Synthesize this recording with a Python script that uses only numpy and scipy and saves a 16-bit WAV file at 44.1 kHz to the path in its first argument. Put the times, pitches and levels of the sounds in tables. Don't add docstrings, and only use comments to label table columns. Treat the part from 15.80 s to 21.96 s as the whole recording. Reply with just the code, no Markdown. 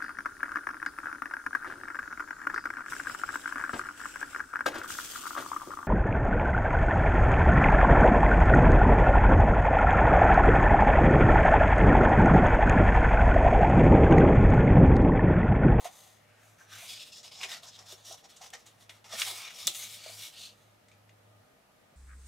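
import sys
import numpy as np
from scipy import signal
from scipy.fft import rfft, irfft
from scipy.io import wavfile
from scipy.ndimage import uniform_filter1d

SR = 44100
rng = np.random.default_rng(int(sys.argv[2]) if len(sys.argv) > 2 else 0)


def store_wav(level_fs):
    pcm = np.round(np.clip(np.atleast_2d(level_fs), -1, 1) * 32767)
    wavfile.write(sys.argv[1], SR, pcm.T.astype(np.int16))


N = 271656


def gain_of(db):
    return 10 ** (np.asarray(db) / 20)


def evened(x):
    return x / np.sqrt(np.mean(x ** 2) + 1e-20)


def read(points, hz):
    f, value = np.transpose(points)
    return np.interp(np.log(hz + 1), np.log(f + 1), value)


def add(mix, start_s, sound):
    part = mix[round(start_s * SR):][:len(sound)]
    part += sound[:len(part)]


def resonate(x, hz, width_hz):
    return signal.lfilter(*signal.iirpeak(hz, hz / width_hz, SR), x)


# (frequency [Hz], relative level per Hz [dB])
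HISS_COLOUR = [(19, -46), (32, -11), (150, -2.5), (383, -6.5), (472, -6), (524, -5.5), (597, -0.5),
               (681, -1.5), (1090, -10), (1240, -6.5), (1450, -9.5), (1890, -10.5), (4830, -19),
               (14500, -25), (16500, -36.5)]
# (frequency [Hz], left-right correlation [0 to 1])
HISS_LIKENESS = [(60, 1), (180, 0.57), (550, 0.08), (1650, 0.047), (4970, 0.054), (15000, 0.21)]
HISS_DB = -64


def hiss():
    frames, hz = N // 512 + 5, np.fft.rfftfreq(2048, 1 / SR)
    a, b, c, d, patches = rng.standard_normal((frames, 1025, 5)).T
    patches = uniform_filter1d(patches, size=20, axis=0)
    patches = evened(uniform_filter1d(patches, size=10, axis=1))
    likeness = np.clip(read(HISS_LIKENESS, hz), -1, 1)[:, None]
    left = a + 1j * b
    right = likeness * left + np.sqrt(1 - likeness ** 2) * (c + 1j * d)
    spectra = np.array([left, right])
    spectra *= gain_of(read(HISS_COLOUR, hz)[:, None] + 0.6 * patches)
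    noise = signal.istft(spectra, nperseg=2048, noverlap=1536)[1][:, :N]
    return gain_of(HISS_DB) * evened(noise)


# (start [s], end [s], level grown to by the end, before waver [dB RMS])
HUM_SWELLS = [(.17, 0.748, -65.5), (.83, 1.0, -61), (1.07, 1.19, -65.5), (1.3, 1.807, -72),
              (1.84, 2.38, -66), (2.5, 2.8, -77.5), (2.85, 3.61, -66), (3.83, 3.9, -59.5),
              (3.95, 4.442, -63.5), (4.55, 4.98, -67), (5.04, 5.638, -62.5), (5.7, 6.1, -79)]
# (frequency [Hz], bandwidth [Hz], level [dB RMS])
MACHINE_TONES = [(152, 6.6, -83.5), (206.3, 12.6, -81.5), (477, 4.1, -79.5), (602, 3.4, -78),
                 (1224, 2.5, -83), (10900, 142, -90.5)]
HUM_HZ, GROW_DB = 105.3, 5.5
SWELL_S, BREAK_S = 0.04, 0.055
WAVER_DB, WAVER_HZ = 2.1, 1.8


def slow_wander():
    once = uniform_filter1d(rng.standard_normal(N), size=3000)
    return evened(uniform_filter1d(once, size=3000))


def hum():
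    now = np.arange(N) / SR
    drift, waver = slow_wander(), slow_wander()
    level = np.zeros(N)
    for start, end, end_db in HUM_SWELLS:
        left_to_grow = (end - np.clip(now, start, end)) / (end - start)
        fade_in = np.clip((now - start) / SWELL_S + 0.5, 0, 1)
        break_off = np.clip((end - now) / BREAK_S + 0.5, 0, 1)
        level += gain_of(end_db - GROW_DB * left_to_grow) * fade_in * break_off
    phase = 2 * np.pi * np.cumsum(HUM_HZ + WAVER_HZ * drift) / SR
    low = np.sqrt(2) * level * gain_of(WAVER_DB * waver) * np.sin(phase)
    thin = np.zeros(N)
    for hz, width_hz, db in MACHINE_TONES:
        thin += gain_of(db) * evened(resonate(rng.standard_normal(N), hz, width_hz))
    return low + thin


# (frequency [Hz], time to fall 60 dB [s])
ROOM_DECAY = [(200, 0.18), (1000, .15), (4000, 0.12), (12000, 0.12)]


def room(x):
    taps = np.zeros((2, SR // 2))
    slots = np.arange(120, SR // 2 - 20, 20)
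    positions = slots + rng.integers(0, 20, (2, len(slots)))
    signs = rng.choice([-1.0, 1.0], (2, len(slots)))
    np.put_along_axis(taps, positions, signs, 1)
    hz, t, z = signal.stft(taps, SR, nperseg=256)
    decay = gain_of(-60 * t / read(ROOM_DECAY, hz)[:, None])
    tail = signal.istft(z * decay, SR, nperseg=256)[1]
    mono = x.mean(0)[None]
    return signal.fftconvolve(mono, tail / np.linalg.norm(tail[0]), axes=1)[:, :N]


# (time [s], relative level [dB], pitch [Hz], time to fall 60 dB [s])
KNOCK_HITS = [(.02, -60, 337, 0.039), (0.056, -24.5, 701, 0.047), (0.809, -48, 1583, 0.094),
              (1.027, -44, 690, 0.047), (1.634, -51, 384, 0.12), (1.83, -53.5, 710, 0.08),
              (2.126, -42.5, 640, 0.041), (2.128, -52, 378, 0.058), (2.3, -50, 370, 0.056),
              (2.311, -40.5, 661, 0.056), (2.452, -54.5, 797, 0.1), (2.612, -45, 747, 0.062),
              (2.736, -33, 793, 0.023), (3.095, -50, 642, 0.057), (3.245, -43, 780, 0.028),
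              (3.336, -32, 660, 0.043), (3.344, -53.5, 228, .07), (3.52, -53.5, 368, 0.091),
              (3.86, -44.5, 172, 0.09), (3.872, -50, 349, 0.12), (3.875, -45.5, 554, 0.064),
              (4.263, -34, 623, 0.052), (4.297, -37, 648, 0.028), (4.603, -54, 637, .04)]


def knocks():
    out, t = np.zeros(N), np.arange(8192) / SR
    noises = rng.standard_normal((len(KNOCK_HITS), 8192))
    for (time_s, db, hz, t60), noise in zip(KNOCK_HITS, noises):
        rough = evened(resonate(resonate(noise, hz, 0.35 * hz), hz, 0.35 * hz))
        ring = np.sin(2 * np.pi * hz * t) + 0.45 * rough
        swell = 1 - np.exp(-(t / 0.0033) ** 2)
        decay = gain_of(db + 0.5 - 60 * t / max(t60, 0.01))
        add(out, time_s - 0.003, decay * swell * ring)
    return out


# (frequency [Hz], width at half the lift or dip [Hz], relative lift, negative for a dip [dB])
BOOK_COLOUR = [(643, 130, 0.5), (770, 77, 5.5), (1294, 86, 6), (1620, 65, -1.5), (1936, 43, 3.5),
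               (2310, 60, 4), (2820, 36, 8), (3454, 140, 5), (3750, 380, 2.5), (4000, 110, 3),
               (4440, 120, -1.5), (4570, 200, 1), (5300, 200, -1), (6720, 690, 3), (7200, 300, 2),
               (8080, 270, 3.5), (9130, 560, 1.5)]


def book_db(hz):
    return sum(db / (1 + (2 * (hz - f) / width) ** 2) for f, width, db in BOOK_COLOUR)


# (time [s], relative level [dB], pitch [Hz],
# spread [octaves], relative treble [dB], crack decay constant [s])
CREASE_SNAPS = [(0.0444, -33.5, 1600, 0.81, 2, 0.016), (1.4304, -36, 5180, 0.45, -21, 0.0073),
                (1.613, -25, 2370, 0.25, -20, 0.0025), (1.6315, -18.5, 2400, 0.23, -33, 0.012),
                (1.6355, -20, 2820, 0.19, -32, 0.0028), (1.7156, -22.5, 3640, 0.19, -26, 0.005),
                (1.832, -35, 3530, 0.28, -14, 0.009), (1.99, -33.5, 5240, 0.14, -30, 0.0079),
                (2.123, -34, 3890, 0.4, 0, 0.006), (2.442, -51, 5500, 0.39, -15, 0.032),
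                (2.5645, -38.5, 7980, 0.55, -24, 0.015), (2.614, -40, 5900, 0.53, -15, 0.0044),
                (2.703, -35, 2970, 0.25, -8, 0.0032), (2.7357, -26.5, 1860, 0.7, -17, 0.0056),
                (2.863, -41, 8040, 0.56, -20, 0.021), (3.094, -31.5, 2760, 0.69, -24, 0.0094),
                (3.242, -42, 2950, 0.7, -16, 0.0054), (3.3972, -19, 5000, 0.6, -10, 0.0046),
                (3.4178, -8, 2840, 0.55, -36, 0.0042), (3.473, -27, 3580, 0.12, -24, 0.013),
                (3.7055, -29.5, 1940, 0.49, -17, 0.004), (3.8703, -4.5, 5500, 0.45, 4, 0.0025),
                (3.875, -6.5, 3720, 0.23, -13, 0.0048), (3.948, -26.5, 3450, 0.7, -12, 0.013),
                (5.084, -47.5, 2200, 0.12, -25, 0.011), (5.115, -49.5, 2410, 0.069, -43, 0.024),
                (5.292, -47, 2300, 0.17, -40, 0.011)]


def snaps(tail_db=-26.5, tail_s=0.0087):
    out, t, hz = np.zeros(N), np.arange(4096) / SR, np.fft.rfftfreq(4096, 1 / SR) + 1
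    noises = rng.standard_normal((len(CREASE_SNAPS), 4096))
    for (time_s, db, pitch_hz, octaves, treble_db, length_s), noise in zip(CREASE_SNAPS, noises):
        around = np.exp(-0.5 * (np.log2(hz / pitch_hz) / max(octaves, 0.05)) ** 2)
        around += 0.26 / (1 + (900 / hz) ** 4)
        body = around / (1 + (hz / 7500) ** 6)
        bright = 2.4 * gain_of(treble_db) / (1 + (6000 / hz) ** 6) * (7000 / hz) ** 1.65
        colour = (body + bright) * gain_of(1.6 * book_db(hz))
        crack = evened(irfft(rfft(noise) * colour))
        fade = np.exp(-t / max(length_s, 0.0005)) + gain_of(tail_db) * np.exp(-t / tail_s)
        attack = np.minimum(t / 0.000427, 1)
        add(out, time_s, gain_of(db - 12) * crack * fade * attack)
    return out


# (frequency [Hz], relative level per Hz [dB])
PAPER_COLOUR = [(320, -35), (540, -12), (806, -12), (985, -10.5), (3670, -4.5), (5480, -4), (9310, -7.5),
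                (15100, -14.5), (15800, -20), (16500, -49.5)]
# (peak time [s], rise from -10 dB [s], fall to -10 dB [s], relative level [dB], boom [dB],
#  sheet flutter [Hz], low band [dB], air gap ring [Hz], upper band [dB], treble [dB])
HAND_STROKES = [(0.01, 0.022, 0.071, -61.5, 3.5, 2010, -5, 6350, -2, 1),
                (0.055, 0.014, 0.035, -55.5, 7, 1980.0, 3.5, 6100, 1.5, -1.5),
                (0.17, 0.093, 0.19, -64.5, -0.5, 1960.0, -4, 6300, 1.0, 2),
                (0.608, 0.3, 0.046, -83.5, -15, 1530, 16.5, 5300.0, 1, 2.0),
                (0.661, 0.083, 0.13, -79, 1, 1520, 10, 6340, 7, 7.5),
                (0.801, 0.021, 0.065, -77.5, 4, 1560, 16.5, 6100.0, 12.5, 7.5),
                (0.942, 0.05, 0.066, -55.5, -12.5, 1600, 2.5, 5700.0, -1, -4),
                (1.024, 0.07, 0.13, -55.5, -10.5, 2370, -1, 6040, -3, 0.5),
                (1.1, 0.027, 0.064, -47, -32, 2320, -11, 4930, -2.5, -5.5),
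                (1.16, 0.044, 0.034, -52, -26, 2300, -9, 4870.0, -3.5, -10),
                (1.225, 0.049, 0.025, -48.5, -25, 2600.0, -14, 5300, -4.5, -10.5),
                (1.275, 0.034, 0.042, -58, -20.0, 2600.0, -7, 5200.0, -2, -5),
                (1.334, 0.017, 0.013, -54, -18, 2690.0, -14, 5000, 1.5, -11),
                (1.371, 0.031, 0.046, -56.5, -17, 1860, -11, 5400, 4.5, -7),
                (1.445, 0.0078, 0.054, -54.5, -10.5, 2260.0, -7, 5100, 1.5, -7),
                (1.519, 0.0067, 0.045, -53, -11.5, 2240, -13, 5140, -3.5, -12),
                (1.591, 0.062, 0.063, -59.5, -6.0, 2390.0, -7.0, 5250, 7, -8),
                (1.636, 0.034, 0.034, -48, -3, 2360, 1, 5250.0, 2, -8.5),
                (1.716, 0.037, 0.065, -48.5, -6, 1910, -0.5, 5300.0, 2, -6),
                (1.835, 0.012, 0.059, -58.5, -1.5, 1650.0, -6.5, 5320.0, 0.0, -6.5),
                (1.889, 0.022, 0.016, -62.5, -4, 1700.0, -4.5, 5280.0, 12, -4),
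                (1.954, 0.046, 0.028, -56.5, -17.5, 1850, -14, 5300.0, -1.5, -14),
                (1.988, 0.014, 0.077, -64.5, 2.5, 1860, -1.5, 5400, 4.5, -5.0),
                (2.066, 0.01, 0.04, -60.5, -21, 1600.0, -7, 5430, 4.5, -7),
                (2.12, 0.043, 0.037, -54.5, -8, 1580, -9, 5540, 1.5, -4),
                (2.183, 0.022, 0.053, -63.5, -5, 1700.0, -9, 6400.0, -3, -7),
                (2.284, 0.042, 0.053, -56, -9, 1800.0, -10.5, 5660, 4.5, -2),
                (2.321, 0.01, 0.038, -54.5, -0.5, 1460.0, -12, 5800, 5.0, -3.0),
                (2.38, 0.011, 0.044, -63.5, -9, 1810.0, -10, 5790.0, -1, -6),
                (2.453, 0.02, 0.017, -62.5, 1, 1960.0, -3, 5660.0, 4.5, -10),
                (2.502, 0.012, 0.024, -59, -12, 1790, -8, 5380, -0.5, -5.5),
                (2.54, 0.05, 0.17, -66.5, -9, 1460.0, -8, 5800, -7, -6),
                (2.616, 0.005, 0.043, -62, 3, 1960.0, 0, 5790.0, 7, -5),
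                (2.65, 0.037, 0.043, -61.5, 1.5, 1900, -0.5, 5760, 5.5, -1),
                (2.74, 0.0091, 0.026, -54.5, -1, 1920.0, 3, 5740, 4.5, -10),
                (2.79, 0.022, 0.052, -68, -0.5, 1870.0, -1, 5400, 4.5, -3),
                (2.861, 0.006, 0.066, -63, -7.5, 1950.0, -4.5, 5800, -11, -4),
                (2.97, 0.1, 0.14, -78, 1, 1700, 2, 5900, -2, -1),
                (3.01, 0.012, 0.045, -64.5, -8, 1900, -7, 5900, -2, -3),
                (3.099, 0.005, 0.04, -62.5, -4.5, 1900.0, 5, 5840.0, -2.0, -0.5),
                (3.141, 0.012, 0.062, -69.0, -4, 1460.0, 2.5, 5660.0, -0.5, -1.5),
                (3.248, 0.005, 0.099, -65.5, 1, 2090.0, 4.5, 5600, 5, -2),
                (3.346, 0.038, 0.019, -46, -3.5, 1840, -2.5, 5430, 1.5, -5.5),
                (3.41, 0.043, 0.054, -41, -14, 2370, -2.5, 5560, 0, 0),
                (3.478, 0.027, 0.071, -41.5, -9.5, 2160, -8.5, 5300.0, -4.5, -1.5),
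                (3.57, 0.032, 0.076, -51.5, -6, 2210, 1, 5130, 1.5, 1.5),
                (3.642, 0.04, 0.089, -50.0, -10.5, 2350.0, 0.5, 5570, -2, -10),
                (3.8, 0.084, 0.12, -51.5, -12, 2300.0, -7.5, 5400.0, 0, -4),
                (3.878, 0.012, 0.05, -41.5, -19.0, 2300.0, -14, 5700.0, -3, -5.5),
                (3.962, 0.034, 0.068, -51.5, -15, 2170, -9, 6330, -0.5, 6),
                (4.035, 0.057, 0.05, -48, -19.5, 2150, -6.5, 6330, -0.5, -0.5),
                (4.135, 0.063, 0.053, -51.0, -19, 2300.0, -8, 5260, -2.5, -0.5),
                (4.276, 0.13, 0.078, -54, -15, 2300, -3, 4570, 0.5, -4.5),
                (4.337, 0.065, 0.17, -66, -0.5, 2350.0, 2.5, 4900, 11.5, 11.5),
                (4.434, 0.059, 0.06, -48, -28, 2240, -9, 5750.0, -3.5, -2.5),
                (4.538, 0.012, 0.095, -57.5, -23, 2650, -7, 5000.0, -12, -6.5),
                (4.617, 0.053, 0.081, -49.5, -24, 2690.0, -15.5, 4430, -3, -8.5),
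                (4.78, 0.12, 0.16, -75.0, -5, 1830.0, -1, 6370.0, -3.5, -2)]
TREBLE_STEEP = 1.13


def slides(grains_per_s=5000, clump_db=1.0):
    catches = gain_of(2.8 * np.minimum(rng.exponential(1, N), 4))
    catches *= rng.random(N) < grains_per_s / SR
    clumps = gain_of(clump_db * evened(uniform_filter1d(rng.standard_normal(N), size=350)))
    drive = clumps * (0.9 + 0.43 * evened(catches)) * rng.standard_normal(N)
    hz, t, z = signal.stft(evened(drive), SR, nperseg=512, noverlap=448)
    f = hz[:, None] + 1

    (peak, rise, fall, level_db, boom_db, flutter_hz,
     low_db, gap_hz, upper_db, treble_db) = np.transpose(HAND_STROKES)
    since = t[:, None] - peak
    bell_db = -10 * np.minimum((since / np.where(since < 0, rise, fall)) ** 2, 6)
    power = gain_of(2 * (level_db + bell_db))
    total = power.sum(1)
    weight = power / total[:, None]

    streaks_db = 2.2 * evened(uniform_filter1d(rng.standard_normal(z.shape), size=80, axis=1))
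    flutter = 8 * np.exp(-(np.log2(f / flutter_hz) / 0.17) ** 2)
    gap = 8 * np.exp(-(np.log2(f / gap_hz) / 0.11) ** 2)
    rings_db = (flutter + gap) @ weight.T
    colour = gain_of(read(PAPER_COLOUR, f) + book_db(f) + rings_db + streaks_db)

    edges_hz = (1150, 2800, 4300, 7700)
    under = [0] + [1 / (1 + (f / edge) ** 12) for edge in edges_hz] + [1]
    body_db = 0 * peak
    shares = [np.sqrt(weight @ gain_of(2 * db)) for db in (boom_db, low_db, body_db, upper_db)]
    treble_power = weight * gain_of(2 * (treble_db + (TREBLE_STEEP - 1) * bell_db))
    shares.append(np.sqrt(treble_power.sum(1)))
    shape = 0
    for below, above, share in zip(under, under[1:], shares):
        band = (above - below) * colour
        shape = shape + share * band / np.sqrt(np.mean(band ** 2, 0))
    rub = signal.istft(z * shape, SR, nperseg=512, noverlap=448)[1][:N]
    return rub * np.interp(np.arange(N) / SR, t, np.sqrt(total))


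# (time [s], left minus right level [dB])
HAND_PLACE = [(0.0, 0.5), (0.3, 3), (0.9, 0.5), (3.501, 0), (3.75, 2), (3.97, 2), (4.1, 2), (4.6, 0),
              (5.5, 1)]


def place():
    time_s, pan_db = np.transpose(HAND_PLACE)
    pan_now = np.interp(np.arange(N) / SR, time_s, pan_db)
    return gain_of(np.multiply.outer([0.5, -0.5], pan_now))


def scene():
    paper = (slides() + snaps()) * place() + knocks()
    return paper + gain_of(-8.0) * room(paper) + hiss() + hum()


def record(dry):
    lowpass = signal.firwin(511, 15850, window=("kaiser", 9), fs=SR)
    return signal.oaconvolve(dry, lowpass[None], "same")


dry = scene()
out = record(dry)
store_wav(out)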